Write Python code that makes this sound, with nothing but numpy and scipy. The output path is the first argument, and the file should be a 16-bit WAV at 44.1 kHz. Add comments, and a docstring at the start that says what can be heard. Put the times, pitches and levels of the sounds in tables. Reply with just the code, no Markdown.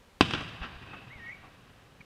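"""One hard blast cracks through a faint rush of air: an aerial firework shell bursting at night.
Its shock front slaps back off nearby walls, then opens into a long outdoor tail of countless reflections,
with soft swells thrown back from far away and a few dull thumps. Distant whistles, thin wavering tones,
dip and rise in the tail, and a small fizzy pop comes at the end."""
import sys
import numpy as np
from scipy import signal
from scipy.fft import rfft, irfft, next_fast_len
from scipy.io import wavfile
from scipy.ndimage import map_coordinates

SR = 44100
rng = np.random.default_rng(int(sys.argv[2]) if len(sys.argv) > 2 else 0)


def waveform_to_disk(signal):
    """Save audio, clipped to [-1, 1], as 16-bit WAV at the path in sys.argv[1]."""
    frames = np.transpose(np.atleast_2d(signal))
    scaled = np.clip(frames, -1, 1) * 32767
    samples = np.round(scaled).astype(np.int16)
    wavfile.write(sys.argv[1], SR, samples)


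N = 90404
T = np.arange(N) / SR
FFT_SIZE = next_fast_len(N + SR // 2)
HZ = np.fft.rfftfreq(FFT_SIZE, 1 / SR)
BURST_S = 0.2092


def amp(db):
    """Decibels to gain."""
    return 10 ** (np.asarray(db) / 20)


def curve_at(points, hz):
    """Read (freq_hz, value) points on a log frequency axis."""
    freqs, values = np.transpose(points)
    return np.interp(np.log(hz + 1), np.log(freqs + 1), values)


def filtered(x, gain):
    """Apply a gain per frequency."""
    return irfft(rfft(x, FFT_SIZE) * gain, FFT_SIZE)[:N]


def minimum_phase(colour):
    """The causal frequency response of an EQ curve: nothing rings ahead of the attack."""
    cepstrum = irfft(np.log(amp(curve_at(colour, HZ))), FFT_SIZE)
    cepstrum[1:FFT_SIZE // 2] *= 2
    cepstrum[FFT_SIZE // 2:] = 0
    return np.exp(rfft(cepstrum))


def noise(colour, cutoff_hz=SR):
    """Coloured noise of rms 1, dulled above the cutoff."""
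    gain = amp(curve_at(colour, HZ)) / np.hypot(1, (HZ / cutoff_hz) ** 2)
    hiss = filtered(rng.standard_normal(N), gain)
    return hiss / np.sqrt(np.mean(hiss ** 2) + 1e-20)


def decay(start_s, t60_s, rise_s=0):
    """An envelope that rises from its start, then dies away."""
    age = np.maximum(T - start_s, 0)
    attack = 1 - np.exp(-age / (rise_s + 1 / SR))
    return attack * np.exp(-np.log(1000) * age / t60_s)


def wobble(rate_hz):
    """A smooth random curve with rate_hz knots a second."""
    return map_coordinates(rng.standard_normal(N), [T * rate_hz + 2])


def push(centre_s, peak_db, pitch_hz, cycles):
    """A short swing of pressure under a bell envelope; cycles is its half width."""
    turns = (T - centre_s) * pitch_hz
    return amp(peak_db) * np.cos(2 * np.pi * turns) * np.exp(-(turns / cycles) ** 2)


def shock(start_s, colour, cutoff_hz=SR):
    """A sharp pressure front of peak 1, dulled above the cutoff."""
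    delay = np.exp(-2j * np.pi * HZ * start_s)
    front = irfft(minimum_phase(colour) * delay / (1 + 1j * HZ / cutoff_hz) ** 2, FFT_SIZE)[:N]
    return -front / np.abs(front).max()


def night_air():
    """A faint steady bed of rushing air."""
    # air colour: freq_hz, gain_db
    colour = [(15, -58), (25, 1), (146, -4), (243, -4), (335, -11), (404, -8), (501, -7.5), (673, -12.5),
              (729, -11), (2430, -17.5), (2930, -17.5), (5010, -24), (15000, -36)]
    return amp(-59.5) * noise(colour)


def whistle(path, waver, flutter_db):
    """A nearly pure gliding tone that wavers, and turns rough if it lasts past rough_s."""
    # second and third harmonics, against the fundamental: level_db
    overtones = [-40, -35]
    rough_s = 1.3
    times, pitches, levels = np.transpose(path)
    drift = waver * np.where(T > rough_s, 2.5, 1) * wobble(260)
    phase = 2 * np.pi * np.cumsum(np.interp(T, times, pitches) * (1 + drift)) / SR
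    tone = np.sin(phase) + sum(amp(db) * np.sin(k * phase) for k, db in enumerate(overtones, 2))
    envelope = amp(np.interp(T, times, levels) + flutter_db * wobble(112))
    gate = (T > times[0]) * (T < times[-1])
    return np.sqrt(2) * tone * envelope * gate


def distant_whistles():
    """Three whistles with the thin echo of open ground."""
    # lead whistle, dipping and rising: time_s, pitch_hz, level_db
    lead = [(1.102, 1857, -56), (1.112, 2010, -49), (1.132, 2251, -53), (1.174, 2090, -55.5),
            (1.202, 1856, -49.5), (1.256, 1859, -50), (1.302, 1940, -41), (1.328, 2274, -53),
            (1.344, 2284, -44), (1.362, 2237, -61)]
    # fainter whistle that joins it: time_s, pitch_hz, level_db
    second = [(1.2, 2470, -67), (1.245, 2220, -58), (1.285, 2175, -47.5), (1.31, 2170, -55),
              (1.33, 2400, -49), (1.355, 2350, -60)]
    # blurred whistle held farther off: time_s, pitch_hz, level_db
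    far = [(.87, 2492, -62), (.92, 2620, -54), (.98, 2582, -56), (1.09, 2580, -66)]
    direct = (whistle(lead, waver=0.0056, flutter_db=1.5)
              + whistle(second, waver=0.0096, flutter_db=3)
              + whistle(far, waver=0.026, flutter_db=2.5))
    reverb = rng.standard_normal(N) * decay(0, t60_s=0.55)
    wet = signal.fftconvolve(direct, reverb / np.linalg.norm(reverb))[:N]
    return direct + amp(-11.5) * wet


def pop():
    """A small low push with a brief double chirp and a little fizz."""
    # two bright pips: centre_s, peak_db, pitch_hz
    pips = [(2.0085, -47.5, 2396), (2.0147, -45.5, 2260)]
    # fizz colour: freq_hz, gain_db
    fizz_colour = [(500, -10), (1700, 2), (2500, 3), (3000, -9), (4500, -10), (7000, -32)]
    pop_s = 2.0063
    body = push(pop_s, peak_db=-45, pitch_hz=173, cycles=0.74)
    chirps = sum(push(s, db, hz, cycles=6.8) for s, db, hz in pips)
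    fizz = amp(-44.5) * noise(fizz_colour) * decay(pop_s, t60_s=0.038, rise_s=0.0033)
    return body + chirps + fizz


def thumps():
    """Low pushes of air with no treble left."""
    # dull hits: centre_s, peak_db, pitch_hz
    hits = [(0.2318, -25.5, 176), (0.342, -25.5, 145), (0.6196, -31.5, 50), (.765, -41, 51.4),
            (1.163, -41, 87)]
    return sum(push(s, db, hz, cycles=0.44) for s, db, hz in hits)


def reflections(colour, t60s, rise_s, flutter_db):
    """Countless uneven reflections of the blast; each frequency dies at its own speed."""
    hz, times, spectrum = signal.stft(noise(colour), SR, nperseg=512)
    age = np.maximum(times - BURST_S, 0)
    fade = np.exp(-np.log(1000) * age / curve_at(t60s, hz)[:, None])
    wash = signal.istft(spectrum * fade, SR, nperseg=512)[1][:N]
    return wash * decay(BURST_S, np.inf, rise_s) * amp(flutter_db * wobble(69.65))


def outdoor_tail():
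    """Near reflections arrive at once; far ones bloom slowly and linger."""
    # near tail colour: freq_hz, gain_db
    near_colour = [(25, -21), (80, 10.5), (150, 13), (250, 8.5), (600, -1), (1400, -3), (2100, -1.5),
                   (3200, 2), (4400, -10.5), (7000, -20.5), (10500, -32.5), (15000, -49)]
    # near tail decay: freq_hz, t60_s
    near_t60s = [(60, 1.17), (170, 1.3), (380, 0.92), (1000, 1.1), (2500, 1.12), (10000, 1.13)]
    # far tail colour: freq_hz, gain_db
    far_colour = [(25, -11), (55, 6.5), (120, 10.5), (300, -2.5), (600, -1.5), (1200, 0), (2100, -1),
                  (2900, -2), (4400, -12), (8000, -44), (15000, -50)]
    # far tail decay: freq_hz, t60_s
    far_t60s = [(60, 4.6), (300, 4.35), (1200, 3.74), (4000, 3.38)]
    near = amp(-31.5) * reflections(near_colour, near_t60s, rise_s=0.002, flutter_db=1.1)
    far = amp(-37) * reflections(far_colour, far_t60s, rise_s=0.52, flutter_db=1.4)
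    return near + far


def far_echoes():
    """Smeared swells off far slopes, and a low roll from the terrain behind them."""
    # soft echoes: start_s, level_db, rise_s, t60_s, cutoff_hz
    arrivals = [(0.336, -32.5, 0.03, 0.45, 4300), (.616, -34.5, .003, 0.076, 2950),
                (0.627, -32, .006, .17, 3700), (.928, -38, 0.0058, 0.13, 1770),
                (1.157, -45.5, 0.0023, 0.089, 450), (1.423, -46.5, 0.011, 0.3, 1000)]
    # swell colour: freq_hz, gain_db
    swell_colour = [(60, -2), (200, -1.5), (430, -10), (800, -2), (1200, 0), (1650, -1.5), (2100, -3),
                    (2800, -1.5), (4300, -14), (7000, -22), (15000, -54)]
    # bass-heavy roll colour: freq_hz, gain_db
    roll_colour = [(40, -11), (110, 2), (290, -1), (550, -8), (1300, -13), (3000, -30), (8000, -62)]
    swells = sum(amp(db) * noise(swell_colour, cutoff) * decay(start, t60, rise)
                 for start, db, rise, t60, cutoff in arrivals)
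    roll = amp(-48.5) * noise(roll_colour) * decay(0.847, t60_s=1, rise_s=0.032)
    return swells + roll


def wall_slaps():
    """Nearby walls each throw back a sharp front with a short spray of scatter."""
    # slapbacks: start_s, level_db, t60_s, cutoff_hz
    arrivals = [(.2237, -25.5, 0.024, 9800), (.3094, -28, 0.026, 9000), (0.3359, -22, 0.038, 4500),
                (.3485, -29, 0.059, 4500), (.408, -35, .04, 4620)]
    # slap colour: freq_hz, gain_db
    colour = [(80, -46), (300, 5.5), (650, -4.5), (1300, -0.5), (2200, -4.5), (3100, -1), (4300, -9),
              (5300, -14.5), (7000, -19), (15000, -48)]
    slaps = np.zeros(N)
    for start, db, t60, cutoff in arrivals:
        front = amp(7) * shock(start, colour, cutoff)
        scatter = noise(colour, cutoff) * decay(start, t60)
        slaps += amp(db) * (front + scatter)
    return slaps


def blast():
    """The shell's shock front, the short ring it leaves and its scatter off the ground close by."""
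    # shock front colour: freq_hz, gain_db
    crack_colour = [(25, -25.5), (85, 6.5), (170, -2.5), (300, 6), (550, 2), (1100, 0.5), (2000, -11),
                    (3100, -6), (4300, -22.5), (6800, -29), (8200, -29), (13000, -50), (16000, -71)]
    # resonances of the surroundings: pitch_hz, level_db, t60_s
    modes = [(284, 2, 0.027), (408, -11, 0.028), (697, -9, 0.021), (776, -12.5, 0.023), (1017, -5, 0.03),
             (1330, -15.5, 0.039), (1475, -16, 0.045), (2540, -13.5, .02), (2890, -6.5, 0.013),
             (3176, -7, 0.019), (3910, -9, 0.027), (4705, -8.5, 0.019)]
    # ground scatter colour: freq_hz, gain_db
    scatter_colour = [(100, -1), (600, -16), (1400, -17), (2100, 7), (3300, 3.5), (4300, -15), (5300, -8.5),
                      (6800, -19.5), (8200, -20), (12500, -39), (16000, -49)]
    ring = sum(amp(db) * np.cos(2 * np.pi * hz * (T - BURST_S)) * decay(BURST_S, t60, rise_s=0.0011)
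               for hz, db, t60 in modes)
    scatter = noise(scatter_colour) * decay(BURST_S, t60_s=0.037, rise_s=0.001)
    return shock(BURST_S, crack_colour) + amp(-14.5) * scatter - amp(-9) * ring


def scene():
    """The mono mix, heard from one spot on the ground."""
    # colour the listening spot gives the blast and all its echoes: freq_hz, gain_db
    spot_colour = [(380, 0), (540, -4), (780, 1), (900, -3), (1100, 2), (1420, -1), (1600, 3), (1750, -2),
                   (1900, 1), (2120, -5), (2600, 3), (3350, -1), (3800, 3), (4250, -5), (4750, 3),
                   (5600, 0), (6900, -3), (7900, 1), (10000, 0)]
    shell = outdoor_tail() + blast() + wall_slaps() + far_echoes()
    shell = filtered(shell, minimum_phase(spot_colour))
    return (shell + thumps() + pop() + distant_whistles() + night_air())[None]


def record(dry):
    """Hard-clip at full scale, then cut the very top with a steep low-pass."""
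    cutoff_hz = 15400
    clipped = np.clip(dry[0], -1, 1)
    return filtered(clipped, 1 / np.hypot(1, (HZ / cutoff_hz) ** 60))[None]


dry = scene()
out = record(dry)
waveform_to_disk(out)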